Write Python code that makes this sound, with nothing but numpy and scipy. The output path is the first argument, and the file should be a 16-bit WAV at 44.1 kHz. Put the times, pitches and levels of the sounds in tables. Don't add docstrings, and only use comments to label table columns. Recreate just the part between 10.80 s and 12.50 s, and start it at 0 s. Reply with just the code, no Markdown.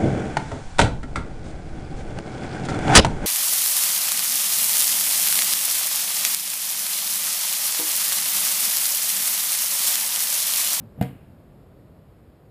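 import sys
import numpy as np
from scipy import signal
from scipy.fft import irfft
from scipy.io import wavfile

SR = 44100
rng = np.random.default_rng(int(sys.argv[2]) if len(sys.argv) > 2 else 0)


def inscribe(sig):
    pcm = np.round(np.clip(np.atleast_2d(sig).T, -1, 1) * 32767)
    wavfile.write(sys.argv[1], SR, pcm.astype(np.int16))


N = 74970

# t/s, boom/dB, push (+1 in, -1 out), knock/dB, slap/dB, crack/dB
CONTACT_EVENTS = [(0.2116, -8.5, 1, -16.5, -28.5, -42.5), (0.2244, -20, -1, -41.5, -33.5, -30.5)]


def undb(db):
    return 10 ** (np.asarray(db) / 20)


def noise(colour):
    hz, db = np.array(colour, float).T
    f = np.maximum(np.fft.rfftfreq(N, 1 / SR), 1)
    gain = undb(np.interp(np.log(f), np.log(hz), db))
    phase = 2 * np.pi * rng.random(len(f))
    x = irfft(np.exp(1j * phase) * gain, N)
    return x / x.std()


def filtered(x, hz, kind, order):
    return signal.sosfilt(signal.butter(order, hz, kind, fs=SR, output="sos"), x)


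def since(start_s):
    return np.maximum(np.arange(N) / SR - start_s, 0)


def fade(age_s, t60_s):
    return np.exp(-np.log(1000) * age_s / t60_s)


def catch():
    # f/Hz, relative density/dB
    slap_colour = [(200, -18), (400, -14), (600, 19.5), (850, -5), (1080, -12), (1500, 6.5), (2100, 2),
                   (3500, -3), (5000, -13.5), (9000, -9.5), (15000, -12)]
    # f/Hz, relative density/dB
    crack_colour = [(500, -27), (1100, -25), (2000, 1), (4500, 1.5), (7000, -1.5), (15000, -15)]
    boom_hz, boom_delay_s = 153.6, 0.0039
    knock_hz, knock_t60_s, knock_rise_s = 729, 0.021, 0.00262
    slap_rise_s, slap_t60_s = 0.00053, 0.047
    crack_delay_s, crack_width_s = 0.002067, 0.00027

    t = np.arange(N) / SR
    out = np.zeros(N)
    for start, boom_db, push, knock_db, slap_db, crack_db in CONTACT_EVENTS:
        age = since(start)

        swing = (np.pi * boom_hz * (t - start - boom_delay_s)) ** 2
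        boom = np.sign(push) * (2 * swing - 1) * np.exp(-swing)
        out += undb(boom_db) * boom

        knock_env = np.minimum(age / knock_rise_s, 1) * fade(since(start + knock_rise_s), knock_t60_s)
        knock = knock_env * np.cos(2 * np.pi * knock_hz * (age - knock_rise_s))
        out += undb(knock_db) * knock

        slap_env = np.minimum(age / slap_rise_s, 1) ** 2 * fade(since(start + slap_rise_s), slap_t60_s)
        out += undb(slap_db) * slap_env * noise(slap_colour)

        crack_env = np.exp(-((t - start - crack_delay_s) / crack_width_s) ** 2)
        out += undb(crack_db) * crack_env * noise(crack_colour)
    return out


def ring():
    # f/Hz, relative level/dB, t60/s
    ball_modes = [(132, -19, .24), (189, -25, .3), (248, -35, .34), (288, -34, .33), (452, -36, .2),
                  (476, -31, .23), (567, -43, .2), (624, -45, .18), (733, -30, .2), (959, -46, .28),
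                  (1205, -56, .5), (1610, -55, .45), (1861, -52, .3), (2064, -44, .22), (2141, -52, .33),
                  (2277, -54, .35), (2793, -56, .45), (2940, -50, .2)]
    ring_gain_db, rise_cycles = 1, 4.8

    age = since(CONTACT_EVENTS[0][0])
    out = np.zeros(N)
    for hz, db, t60_s in ball_modes:
        env = np.minimum(age * hz / rise_cycles, 1) * fade(age, t60_s)
        out += undb(ring_gain_db + db) * env * np.sin(2 * np.pi * hz * age)
    return out


def yard():
    # f/Hz, relative density/dB
    early_colour = [(25, -23), (55, -19), (130, 6.5), (260, -4), (370, -15.5), (600, -7.5), (850, -13.5),
                    (1100, -34), (1600, -22.5), (2600, -26), (3500, -27), (5000, -34.5), (9500, -35),
                    (15000, -40)]
    # f/Hz, relative density/dB
    late_colour = [(40, -7), (150, 5.5), (270, 4), (400, -17), (1100, -18), (2000, -20.5), (2900, -21),
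                   (5000, -52), (9500, -32.5), (15000, -38)]
    delay_s, rise_s = 0.0076, 0.0031
    early_db, early_t60_s = -29, 0.27
    late_db, late_t60_s = -38.5, 0.79

    age = since(CONTACT_EVENTS[0][0] + delay_s)
    early = undb(early_db) * noise(early_colour) * fade(age, early_t60_s)
    late = undb(late_db) * noise(late_colour) * fade(age, late_t60_s)
    return np.minimum(age / rise_s, 1) * (early + late)


def before_catch():
    # t/s, width/s, level/dB
    swells = [(0.031, 0.047, -40), (0.192, 0.018, -33)]
    # f/Hz, relative density/dB
    rumble_colour = [(25, -36), (45, -22), (70, -2.5), (150, 8.5), (240, 5.5), (360, -13.5), (700, -16.5),
                     (1100, -29.5), (3000, -40), (8000, -77)]

    t = np.arange(N) / SR
    env = np.zeros(N)
    for at, width_s, db in swells:
        env += undb(db) * np.exp(-((t - at) / width_s) ** 2)
    return noise(rumble_colour) * env


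def wind():
    # f/Hz, relative density/dB
    wind_colour = [(15, -40), (25, -20.5), (48, -2), (100, -0.5), (146, -1.5), (224, -7), (350, -10.5),
                   (620, -14), (900, -23.5), (1180, -25), (1500, -29), (3000, -38), (4620, -41),
                   (6040, -41), (8000, -45.5), (11500, -46), (15000, -49.5)]
    mid_db, mid_s, fall_db_per_s = -49.5, 1.5, 1.08

    level_db = mid_db - fall_db_per_s * (since(0) - mid_s)
    return noise(wind_colour) * undb(level_db)


def scene():
    return (catch() + ring() + yard() + before_catch() + wind())[None]


def record(dry):
    notch_hz, notch_q, top_hz = 6000, 3.27, 15100
    band_hz, carrier_hz, sideband_db = 1380, 12000, -18.5

    low = filtered(dry, band_hz, "low", order=2)
    low = filtered(low, band_hz, "high", order=1)
    mirror = 2 * undb(sideband_db) * low * np.cos(2 * np.pi * carrier_hz * since(0))

    b, a = signal.iirnotch(notch_hz, notch_q, fs=SR)
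    x = signal.lfilter(b, a, dry) + mirror
    return signal.sosfilt(signal.ellip(8, .2, 70, top_hz, fs=SR, output="sos"), x)


dry = scene()
out = record(dry)
inscribe(out)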